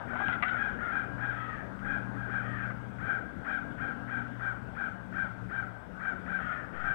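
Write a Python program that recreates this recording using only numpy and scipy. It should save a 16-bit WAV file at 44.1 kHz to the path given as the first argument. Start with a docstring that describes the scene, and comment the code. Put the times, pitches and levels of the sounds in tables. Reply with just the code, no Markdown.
"""Crows in a winter wood

Crows caw from bare trees: throat resonances shape a hoarse harmonic tone, and a strong echo and the
reverberation of the wood follow each call. An owl's claws excite the modes of a nearby wooden perch.
Far engines drone under it all, in a wash of traffic noise. The narrow-band microphone line feeds the
left channel and leaks faintly into the right."""
import sys
import numpy as np
from scipy import signal
from scipy.fft import rfft, irfft
from scipy.io import wavfile
from scipy.ndimage import uniform_filter1d

SR = 44100
rng = np.random.default_rng(int(sys.argv[2]) if len(sys.argv) > 2 else 0)


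def master(y):
    """Save y as 16-bit WAV."""
    cut = np.clip(np.atleast_2d(y).T, -1, 1)
    pcm = np.round(cut * 32767)  # scale
    wavfile.write(sys.argv[1], SR, pcm.astype(np.int16))


N = 306054

# Spectrum of far traffic and the wood's steady sound: f/Hz, relative density/dB
AMBIENT_SPECTRUM = [(15, -56.5), (25, -23), (108, -4), (193, -6.5), (248, -4.5), (346, -13.5), (703, -12.5),
                    (1140, -18), (1550, -10.5), (1720, -22.5), (2360, -31.5), (2560, -35.5), (3150, -36),
                    (3650, -39.5), (4740, -80), (8030, -120)]


def caw(level_db, top_hz, length):
    """Source and filter: a rough harmonic tone on an arched pitch passes the throat's resonances."""
    # Throat response: f/Hz, gain/dB
    formants = [(400, -28), (800, -18), (1050, -19.5), (1300, 0.8), (1620, -1), (1850, -4.5), (2100, -18),
                (2400, -20.5), (2800, -34), (3200, -28.5), (3700, -36.5), (5000, -76)]
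    # Arch of a call: end of rise, start of sag (shares of the length);
    # pitch lost at start, at end (shares); effort at start/dB, at end/dB
    short_arch = (.4, .5, .4, .22, -10, -8)
    drawn_arch = (.3, .35, .14, .22, -8, -3)
    # Relative depth of rasp on harmonics 1 to 5; the second is the cleanest
    rasp_depth = [2.5, .3, 2.2, 6, 12]
    risen, sags, start_loss, end_loss, start_db, end_db = short_arch if length < .16 else drawn_arch
    roughness = .2 if length < .16 else .5
    count = round(length * SR)
    share = np.linspace(0, 1, count)
    rise = np.cos(np.pi / 2 * np.minimum(share / risen, 1)) ** 2
    fall = (np.maximum(share - sags, 0) / (1 - sags)) ** 2
    jitter = 1 + .04 * roughness * drift(count, 60)
    turns = np.cumsum(top_hz * (1 - start_loss * rise - end_loss * fall) * jitter) / SR
    rasp = [(.4 + np.exp(-share / .1)) * drift(count, 400) for _ in rasp_depth]  # roughest at the onset
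    voice = sum(np.cos(2 * np.pi * (k * turns + rng.random())) * (1 + roughness * depth * rasp[k - 1])
                for k, depth in enumerate(rasp_depth, 1))
    throb_turns = np.cumsum(70 * (1 + .3 * drift(count, 30))) / SR  # the throat throbs near 70 Hz
    voice *= 1 + .12 * np.cos(2 * np.pi * (throb_turns + rng.random()))
    effort = gain_of(start_db * rise + end_db * fall)
    voice = np.pad(effort * voice * signal.windows.tukey(count, .08), 300)
    hz = np.fft.rfftfreq(len(voice), 1 / SR)
    # Nearer, louder caws are brighter, and so are drawn-out ones.
    tilt_db_per_octave = .5954 * (level_db + 28.5) + 5.5 * (length > .16)
    colour_db = spectrum_at(formants, hz) + tilt_db_per_octave * np.log2((hz + 1) / 1500)
    return gain_of(level_db) * irfft(rfft(voice) * gain_of(colour_db), len(voice))[300:]


def crows():
    """Multipath propagation: each caw arrives direct, as clear echoes, and scattered around its tree."""
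    # Calls: t/s, level/dB, top pitch f/Hz, length/s, echo gain/dB
    calls = [(0.076, -31, 766, .1, -5.5), (0.164, -28, 810.5, 0.16, -5.5), (0.423, -26.5, 757.6, .12, -6.5),
             (0.55, -26, 825, 0.12, -6), (0.786, -29.5, 719, 0.1, -6), (.885, -27.5, 809, .12, -5.5),
             (1.177, -30.5, 820.7, .11, -2.5), (1.228, -28, 821, .11, -19), (1.311, -37.5, 658, 0.28, -6.5),
             (1.799, -37, 815, 0.1, -2.5), (1.845, -28, 822.5, .11, -5), (2.144, -36, 814.3, 0.12, -5),
             (2.282, -30.5, 811.5, .1, -2.2), (2.4, -37, 626.4, .23, -8), (2.587, -31.5, 803, 0.096, -8.5),
             (2.982, -31.5, 793, 0.13, -5.5), (3.048, -29.5, 804, 0.097, -2.5),
             (3.444, -28.5, 802.5, .11, -3), (3.779, -29, 798.6, 0.11, -6),
             (4.075, -29.5, 804.7, .11, -5.5), (4.39, -31, 796, .1, -3), (4.749, -31, 796.3, .1, -2.8),
             (5.123, -30.5, 797.7, .11, -3.2), (5.489, -31, 790, 0.12, -4.5), (5.991, -31.5, 792, .11, -2),
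             (6.259, -30, 796.4, .11, -4), (6.359, -37.5, 631.4, 0.26, -7), (6.424, -32.5, 732, 0.099, -4),
             (6.726, -37.5, 644, 0.23, -15), (6.732, -37.5, 739, .11, -1.1), (6.812, -29.5, 798, .115, -3)]
    # Reflections off a wall and nearby trunks: delay/s, level/dB added to the call's echo gain
    reflections = [(0.043, 4.5), (0.09, -3), (.13, -18)]
    early, trees = np.zeros(N), np.zeros((3, N))
    for start, level_db, top_hz, length, echo_db in calls:
        call = caw(level_db, top_hz, length)
        bird = 0 if length > .16 else 1 if top_hz > 775 else 2  # birds differ in length and pitch
        add(early, start, call)
        add(trees[bird], start, gain_of(echo_db / 2) * call)
        for delay, db in reflections:
            add(early, start + delay, gain_of(echo_db + db) * call)
    return early + gain_of(-3) * sum(wood_reverberation(tree) for tree in trees)


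def wood_reverberation(sound):
    """Scattering: trunks return sparse reflections of random sign; each band decays exponentially."""
    # Reverberation time: f/Hz, T60/s
    decay_times = [(700, 0.95), (1500, 0.67), (2500, 0.67), (3500, 0.2)]
    taps = np.zeros(SR)
    slots = np.arange(500, SR - 20, 20)
    taps[slots + rng.integers(0, 20, len(slots))] = rng.choice([-1., 1.], len(slots))
    hz, t, bands = signal.stft(taps, SR, nperseg=256)
    decay = gain_of(-60 * t / spectrum_at(decay_times, hz)[:, None])
    tail = signal.istft(bands * decay, SR, nperseg=256)[1]
    return signal.fftconvolve(sound, tail / np.linalg.norm(tail))[:N]


def owl_claws():
    """Modal excitation: a tap and a dying stick-slip scrape ring the perch modes near the blow's centre."""
    # Blows: t/s, peak level/dB, spectral centre f/Hz, scrape time/s
    blows = [(0.131, -26, 660, 0.015), (0.155, -25, 900, 0.012), (0.2, -22.5, 830, 0.02),
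             (0.283, -26, 2700, 0.0025), (0.286, -24, 830, 0.0035), (0.324, -28.5, 2980, 0.025),
             (0.425, -15, 1610, 0.016), (0.447, -26.5, 2290, 0.025), (0.482, -28, 2940, 0.021),
             (1.792, -44, 2800, 0.011), (2.704, -30, 1199, .004)]
    # Modes of the perch: f/Hz, relative level/dB, T60/s
    modes = [(474, -11.5, .03), (754, -8, 0.077), (1194, -5.5, 0.059), (2003, -2.5, 0.04),
             (2134, 3, 0.0083), (2650, -6.5, 0.014), (3130, -14.5, 0.019)]
    out, t = np.zeros(N), np.arange(3000) / SR
    contact = 1 - np.exp(-t / .0004)  # the claw's softness rounds the attack
    for start, peak_db, centre_hz, scrape_s in blows:
        slips = rng.standard_normal(2000) * (rng.random(2000) < .03) * np.exp(-(t[:2000] / scrape_s) ** 2)
        slips[0] = 2.5  # the first tap
        ring = sum(gain_of(db - 60 * t / t60 - 9 * np.log2(hz / centre_hz) ** 2)
                   * np.sin(2 * np.pi * hz * t) for hz, db, t60 in modes)
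        turns = t * centre_hz
        crack = 2.5 * turns ** 2 * np.exp(-turns / .7) * np.sin(2 * np.pi * turns)
        blow = signal.fftconvolve(slips, (ring + crack) * contact)
        add(out, start, gain_of(peak_db) * blow / abs(blow).max())
    return out


def far_engines():
    """Atmospheric fading: engine notes swell, glide and waver as the air changes, over a low hum."""
    # Notes: start t/s, crest t/s, end t/s, first f/Hz, last f/Hz, crest level/dB
    notes = [(0, .15, 0.88, 120, 116.8, -46), (.95, 1.4, 1.6, 118, 119.2, -39.5),
             (1.6, 2.45, 3.3, 118, 119.5, -38.5), (3.8, 4.202, 4.8, 120, 119.3, -40.5),
             (4.9, 5.398, 5.86, 115, 112.7, -42.5), (6.45, 6.6, 6.9, 124, 124, -48.5),
             (.1, 1.0, 1.6, 190, 195.5, -47.5), (1.5, 2.1, 3.1, 193, 192.8, -39.5),
             (2.8, 3.5, 5, 195, 193.6, -49.5), (4.7, 5.199, 5.9, 188, 184.2, -43),
             (5.7, 6.3, 6.55, 184.3, 181, -42.5), (6.5, 6.749, 6.8, 180, 177.6, -46.5),
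             (0, 0.094, 1.2, 241, 236.3, -45.5), (1.399, 2.2, 2.6, 234.8, 235.3, -47),
             (2.4, 2.9, 3.13, 224, 225.8, -48), (3.149, 4.1, 4.44, 240, 237, -44.5),
             (4.581, 4.745, 5.14, 237, 229.2, -46.5), (5.598, 5.9, 6.94, 251.5, 250, -55.5),
             (0.498, 1.201, 1.5, 287, 285, -48), (1.599, 2.0, 2.7, 282.2, 284.2, -48.5),
             (3.25, 4.0, 4.43, 286, 284.9, -46.5)]
    out, hum_hz, hum_db = np.zeros(N), 60.4, -54
    for start, crest, end, first_hz, last_hz, db in notes:
        t = np.arange(start, end, 1 / SR)
        turns = np.cumsum(np.linspace(first_hz, last_hz, len(t)) + .75 * drift(len(t), 4)) / SR
        swell_db = np.interp(t, [start, crest, end], [-7, 0, -7])
        envelope = signal.windows.tukey(len(t), .1) * gain_of(db + swell_db + 2.04 * drift(len(t), 8))
        add(out, start, envelope * np.sqrt(2) * np.cos(2 * np.pi * turns))
    hum_turns = np.cumsum(hum_hz + 1.5 * drift(N, 4)) / SR
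    return out + gain_of(hum_db + 2.5 * drift(N, 3.7)) * np.sqrt(2) * np.cos(2 * np.pi * hum_turns)


def ambience():
    """Incoherent addition: far traffic and the wood merge into noise of slowly changing level."""
    # Envelope: t/s, rms level/dB
    levels = [(0.0, -36.5), (1.02, -39.5), (2.65, -40.5), (2.88, -41.5), (3.88, -40.5), (5.99, -42),
              (6.45, -40.5), (6.94, -42)]
    level_db = np.interp(np.arange(N) / SR, *np.transpose(levels))
    return gain_of(level_db) * noise(AMBIENT_SPECTRUM, patchy_db=2.1)


def gain_of(db):
    """Amplitude ratio of a level in decibels."""
    return 10 ** (np.asarray(db) / 20)


def unit_rms(x):
    """Normalisation to rms 1."""
    return x / np.sqrt(np.mean(x ** 2) + 1e-20)


def spectrum_at(points, hz):
    """Interpolation on a logarithmic frequency axis."""
    f, value = np.transpose(points)
    return np.interp(np.log(hz + 1), np.log(f + 1), value)


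def add(mix, start_s, sound):
    """Superposition of a sound on the mix from start_s on."""
    part = mix[round(start_s * SR):][:len(sound)]
    part += sound[:len(part)]


def drift(count, cutoff_hz):
    """Random modulation: low-passed noise of rms 1."""
    return unit_rms(signal.lfilter(*signal.butter(2, cutoff_hz, fs=SR), rng.standard_normal(count)))


def noise(spectrum, patchy_db):
    """Spectral shaping: noise of rms 1 whose level varies in patches of time and frequency."""
    frames, hz = N // 256 + 5, np.fft.rfftfreq(1024, 1 / SR)
    real, imag, patches = rng.standard_normal((frames, 513, 3)).T
    patches = unit_rms(uniform_filter1d(uniform_filter1d(patches, size=12, axis=0), size=14, axis=1))
    bands = (real + 1j * imag) * gain_of(spectrum_at(spectrum, hz)[:, None] + patchy_db * patches)
    return unit_rms(signal.istft(bands, nperseg=1024, noverlap=768)[1][:N])


def scene():
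    """Superposition: all sources meet at one microphone on the left; the right input has none."""
    pressure = crows() + owl_claws() + far_engines() + ambience()
    return np.array([pressure, np.zeros(N)])


def record(dry):
    """Capacitive crosstalk: the narrow-band line leaks into the idle input; both hiss and whine."""
    # Hiss of the left and of the idle right input: f/Hz, relative density/dB
    line_hiss = [(2500, -15), (3800, -2.5), (4500, -3.5), (6000, -7.5), (10000, -12), (13000, -17),
                 (15600, -17)]
    idle_hiss = [(30, 7), (4000, -2), (7000, -5), (8000, 11.5), (9000, -13.5), (10000, -7.5), (15600, -4.5)]
    # Whines of the electronics: f/Hz, left level/dB, right level/dB
    whines = [(8000, -98, -90), (15735, -91, -106)]
    line = signal.sosfilt(signal.butter(6, 3900, fs=SR, output="sos"), dry[0])
    power_db = 10 * np.log10(abs(uniform_filter1d(line ** 2, size=900)) + 1e-9)
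    hiss_db = -71.5 + .25 * (power_db + 33)  # the hiss rides on the signal
    left = line + gain_of(hiss_db) * noise(line_hiss, patchy_db=1.2)
    hz, t = np.fft.rfftfreq(N, 1 / SR), np.arange(N) / SR
    # The leak is inverted, high-passed at 90 Hz and 70 microseconds early.
    leak = -gain_of(-33.2) * hz / (hz - 90j) * np.exp(2j * np.pi * hz * 7e-5)
    stray_rumble = gain_of(-78.5) * noise(AMBIENT_SPECTRUM, patchy_db=1.1)
    right = irfft(rfft(line) * leak, N) + stray_rumble + gain_of(-86.5) * noise(idle_hiss, patchy_db=0)
    out = np.array([left, right])
    for whine_hz, *levels_db in whines:
        flicker_db = 4 * np.array([drift(N, 15), drift(N, 8.3)])
        out += gain_of(np.array(levels_db)[:, None] + flicker_db) * np.sin(2 * np.pi * whine_hz * t)
    band_limit = signal.firwin(1023, cutoff=15780, window=("kaiser", 9), fs=SR)
    padded = np.pad(out, [(0, 0), (511, 511)], "reflect")
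    return signal.oaconvolve(padded, band_limit[None], "valid")


dry = scene()
out = record(dry)
master(out)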